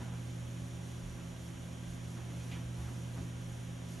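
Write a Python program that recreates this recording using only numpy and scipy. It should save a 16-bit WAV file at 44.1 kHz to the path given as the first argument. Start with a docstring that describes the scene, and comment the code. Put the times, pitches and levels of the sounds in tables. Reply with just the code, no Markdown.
"""Mains hum swells slowly in a quiet room, with the tones of a running fan and a wash of air.
Two near-equal hums beat; the fan sounds at multiples of its shaft rate, other motors farther off.
Soft floor bumps and faint rustles sound nearby, as of someone shifting their weight.
The camera adds its own hiss and thin whine, and its hum filter cuts a row of narrow notches."""
import sys
import numpy as np
from scipy.fft import rfft, irfft, next_fast_len
from scipy.io import wavfile
from scipy.ndimage import map_coordinates

SR = 44100
rng = np.random.default_rng(int(sys.argv[2]) if len(sys.argv) > 2 else 0)


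def transcribe(u):
    """Save the signal u as a 16-bit wav file named by the first command-line argument.

    u: samples, shape (n,) or (channels, n), limited to [-1, 1]; the rate is SR.
    q: integer samples, one column per channel.
    """
    v = np.clip(np.atleast_2d(u).T, -1, 1)
    q = np.round(v * 32767).astype(np.int16)
    wavfile.write(sys.argv[1], SR, q)


N = 176400
TOP_HZ = 12250  # camera band limit
# stereo image of nearby sounds (frequency [Hz], L/R correlation)
NEAR_CORRELATION = [(100, .8), (1000, 1)]


def amp(db):
    """Decibels to gain."""
    return 10 ** (np.asarray(db) / 20)


def unit(x):
    """Scale to rms 1."""
    return x / np.sqrt(np.mean(x ** 2) + 1e-20)


def along(points, hz):
    """Interpolate (frequency [Hz], value) points on a log axis."""
    knots_hz, values = np.transpose(points)
    return np.interp(np.log(hz + 1), np.log(knots_hz + 1), values)


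def clock():
    """Sample times [s]."""
    return np.arange(N) / SR


def wobble(rate_hz):
    """Smooth random curve, rate_hz knots a second."""
    coarse_s = np.linspace(0, N / SR, num=800)
    curve = map_coordinates(rng.standard_normal(256), [coarse_s * rate_hz], mode="mirror")
    return np.interp(clock(), coarse_s, curve)


def filtered(x, response):
    """Apply response(hz) by zero-padded FFT."""
    size = next_fast_len(N + SR // 2)
    return irfft(rfft(x, size) * response(np.fft.rfftfreq(size, 1 / SR)), size)[..., :N]


def noise(spectrum, correlation):
    """Coloured stereo noise, rms 1."""
    def mid_side_gains(hz):
        angle = np.arccos(np.clip(along(correlation, hz), -1, 1)) / 2
        return amp(along(spectrum, hz)) * [np.cos(angle), np.sin(angle)]
    mid, side = filtered(rng.standard_normal((2, N)), mid_side_gains)
    return unit(np.array([mid + side, mid - side]))


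def tone(hz, drift_rad, rate_hz):
    """Sine with drifting phase, rms 1."""
    return np.sqrt(2) * np.sin(2 * np.pi * (hz * clock() + rng.random()) + drift_rad * wobble(rate_hz))


def swell(peak_s, db, rise_s, t60_s):
    """Envelope: Gaussian rise, exponential decay."""
    t = clock() - peak_s
    return amp(db) * np.exp(-(np.minimum(t, 0) / rise_s) ** 2 - np.log(1000) * np.maximum(t, 0) / t60_s)


def mains_hum(hz=120.2, beat_depth=0.34, beat_period_s=2.87, beat_peak_s=2.88):
    """Two mains-driven hums slide in and out of step."""
    t = clock()
    beat = 1 + beat_depth * np.exp(2j * np.pi * (t - beat_peak_s) / beat_period_s)
    carrier = np.exp(2j * np.pi * (hz * t + rng.random()))
    return amp(-44.5) * np.sqrt(2) * np.real(beat * carrier)


def fan(shaft_hz=43.08, waver_db=1):
    """Slightly unsteady tones at multiples of the shaft rate."""
    orders = [1, 3, 4, 5, 6, 7, 9, 12, 13]  # (multiple of shaft rate)
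    levels_db = [-66, -64.5, -49.5, -65, -59, -68.5, -73, -72, -75.5]  # per order (level [dB])
    return sum(amp(db + waver_db * wobble(5)) * tone(k * shaft_hz, drift_rad=0.042 * k, rate_hz=2.04)
               for k, db in zip(orders, levels_db))


def distant_motors():
    """Slightly drifting tones of other motors in the house."""
    tones_hz = [39.8, 73.4, 79.6, 167.8, 331.5, 580, 809, 996, 1587]  # (frequency [Hz])
    levels_db = [-72, -61, -56, -58, -65, -75.5, -79, -78, -76.5]  # per tone (level [dB])
    return sum(amp(db) * tone(hz, drift_rad=0.19, rate_hz=1.9) for hz, db in zip(tones_hz, levels_db))


def air(waver_db=0.23):
    """Low wash of moving air."""
    spectrum = [(20, -27), (42, -4), (70, -0.5), (110, -3), (210, -1.5), (330, -4), (430, -10), (560, -7.5),
                (750, -12.5), (1200, -17), (2500, -28.5), (6000, -44)]  # (frequency [Hz], relative density [dB])
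    correlation = [(40, 0.68), (110, 0.26), (230, 0.6), (400, 0.24), (1000, 0.23), (3000, 0.31)]  # (frequency [Hz], L/R correlation)
    return amp(-52 + waver_db * wobble(6.47)) * noise(spectrum, correlation)


def floor_bumps():
    """Each soft bump rings one low mode of the floor."""
    bumps = [(1.02, -37, 42.5, 0.41, 0.018), (1.865, -41, 42.6, 0.3, .014), (2.643, -36, 58.6, 0.21, 0.014),
             (2.78, -35.5, 71.8, 0.33, .008), (3.139, -42, 60, .2, .014), (3.199, -33.5, 68.3, 0.11, .004),
             (3.74, -53, 45, .2, .014)]  # (time [s], level [dB], pitch [Hz], t60 [s], rise [s])
    out = np.zeros(N)
    for start_s, db, hz, t60_s, rise_s in bumps:
        t = np.maximum(clock() - start_s, 0)
        envelope = np.exp(-np.log(1000) * t / t60_s) * (1 - np.exp(-t / rise_s))
        out += amp(db) * envelope * np.sin(2 * np.pi * hz * t)
    return out


def floor_knocks():
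    """Dull knocks of the floor: bursts of low noise."""
    knocks = [(0.019, -45), (2.19, -51), (2.31, -50), (2.53, -55), (2.915, -46.5), (3.195, -46)]  # (time [s], level [dB])
    spectrum = [(60, -14), (130, -11), (200, -5.5), (280, -2.5), (400, -19), (900, -32), (3000, -60)]  # (frequency [Hz], relative density [dB])
    envelope = sum(swell(peak_s, db, rise_s=0.017, t60_s=0.47) for peak_s, db in knocks)
    return envelope * noise(spectrum, NEAR_CORRELATION)


def rustles():
    """Faint shuffles: swells of midrange noise."""
    shuffles = [(.03, -53, 0.08, 0.4), (.15, -58, 0.047, 0.42), (1.2, -60, .05, .3),
                (2.18, -54, 0.019, .35), (2.31, -61.5, 0.026, 0.27), (2.56, -56, 0.044, .45),
                (2.81, -56, 0.046, .5), (2.89, -57.5, 0.024, .25), (3.19, -55.5, 0.062, 0.28)]  # (time [s], level [dB], rise [s], t60 [s])
    spectrum = [(150, -14), (400, -1), (600, 0.5), (920, 1), (1150, -4), (1500, -3), (2200, -10.5),
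                (5000, -21.5), (12000, -38)]  # (frequency [Hz], relative density [dB])
    return sum(swell(*row) for row in shuffles) * noise(spectrum, NEAR_CORRELATION)


def cloth_brush():
    """One brighter brush of cloth: soft lead-in, then the stroke."""
    swells = [(2.42, -63, 0.21, 1), (2.518, -50, 0.0057, 0.3)]  # (time [s], level [dB], rise [s], t60 [s])
    spectrum = [(500, -20), (1300, -6), (1900, -2.5), (2450, 1.5), (3500, -4), (4300, -13), (11000, -30)]  # (frequency [Hz], relative density [dB])
    return sum(swell(*row) for row in swells) * noise(spectrum, NEAR_CORRELATION)


def camera_whine():
    """Strongest lines of the camera's whine, drifting in phase."""
    lines_hz = [3058, 5633, 5793, 5890, 6372, 6406, 6669, 6776, 6829, 6856, 6950, 8601, 8900, 9992]  # (frequency [Hz])
    levels_db = [-80, -82.5, -73.5, -90, -90, -80, -76.5, -74, -84, -89, -77.5, -78, -82, -88]  # per line (level [dB])
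    return sum(amp(db) * tone(hz, drift_rad=0.39, rate_hz=6.47) for hz, db in zip(lines_hz, levels_db))


def camera_treble(swing=1.3, flicker_db=1.13):
    """The camera's high hiss; its level flickers."""
    contour = [(0.03, -64), (0.13, -69), (0.14, -65), (0.81, -66.5), (0.84, -64.5), (1.05, -66.5),
               (1.07, -65), (1.43, -65), (1.57, -65.5), (1.65, -66), (1.68, -67), (1.92, -64), (2.0, -66.5),
               (2.13, -64.5), (3.61, -65), (3.64, -67), (3.86, -64.5), (3.97, -64.5)]  # (time [s], level before centring and swing [dB])
    spectrum = [(3500, -24), (4050, 1.5), (5000, -3), (6000, 2.5), (7200, -1.5), (8200, -4), (9400, -4.5),
                (10250, 3), (10950, -8.5), (11600, 0.5), (12200, -14)]  # (frequency [Hz], relative density [dB])
    correlation = [(4000, 0.78), (7000, 1), (8300, 1), (9400, 0.79), (10350, 0.16), (10900, 1),
                   (11600, 0.57)]  # (frequency [Hz], L/R correlation)
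    level = np.interp(clock(), *np.transpose(contour))
    offset_db = swing * (level - level.mean()) + flicker_db * wobble(11)
    return amp(-62.5 + offset_db) * noise(spectrum, correlation)


def whine_bed(count=260, scatter_hz=11, scatter_db=2.0):
    """Weak steady lines, each a little out of phase at the two microphones."""
    outline = [(3500, -18), (5200, -7.5), (5700, 3.5), (6150, -11), (6850, 7), (7250, -13), (8700, -6),
               (10200, -7.5), (11800, -9), (12250, -21)]  # (frequency [Hz], relative level [dB])
    hz = np.linspace(outline[0][0], TOP_HZ, count) + scatter_hz * rng.standard_normal(count)
    gains = amp(along(outline, hz) + scatter_db * rng.standard_normal(count))
    lines = gains * np.exp(2j * np.pi * rng.random(count))
    skew = np.exp(0.4j * rng.standard_normal(count))
    bins = np.zeros((2, N // 2 + 1), complex)
    bins[:, np.round(hz * N / SR).astype(int)] = lines * skew, lines / skew
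    return amp(-66) * unit(irfft(bins, N))


def microphone_hiss():
    """Steady hiss, mostly below 4 kHz."""
    spectrum = [(100, -2), (1000, -2), (1500, 0), (2000, 0), (2800, 0), (3300, 1.5), (3900, -3),
                (4200, -20), (6000, -21), (12000, -28)]  # (frequency [Hz], relative density [dB])
    correlation = [(1000, 0.68), (2700, 0.53), (3300, 0.76), (3600, .35), (3950, 0.12), (4300, 0.59)]  # (frequency [Hz], L/R correlation)
    return amp(-58.5) * noise(spectrum, correlation)


def scene():
    """Stereo mix, a little stronger on the right."""
    room = mains_hum() + fan() + distant_motors() + air()
    movement = floor_bumps() + floor_knocks() + rustles() + cloth_brush()
    camera = camera_whine() + camera_treble() + whine_bed() + microphone_hiss()
    balance_db = [[-0.56], [1.05]]
    return (room + movement + camera) * amp(balance_db)


def record(dry):
    """The camera's comb filter notches each multiple of notch_hz; nothing passes above TOP_HZ."""
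    notch_hz, depth, feedback = 150, 0.84, 0.5248
    def response(hz):
        delay = np.exp(-2j * np.pi * hz / notch_hz)
        comb = (1 - depth * delay) / (1 - feedback * delay)
        peak_gain = (1 + depth) / (1 + feedback)
        return comb / peak_gain * (hz < TOP_HZ)
    return filtered(dry, response)


dry = scene()
out = record(dry)
transcribe(out)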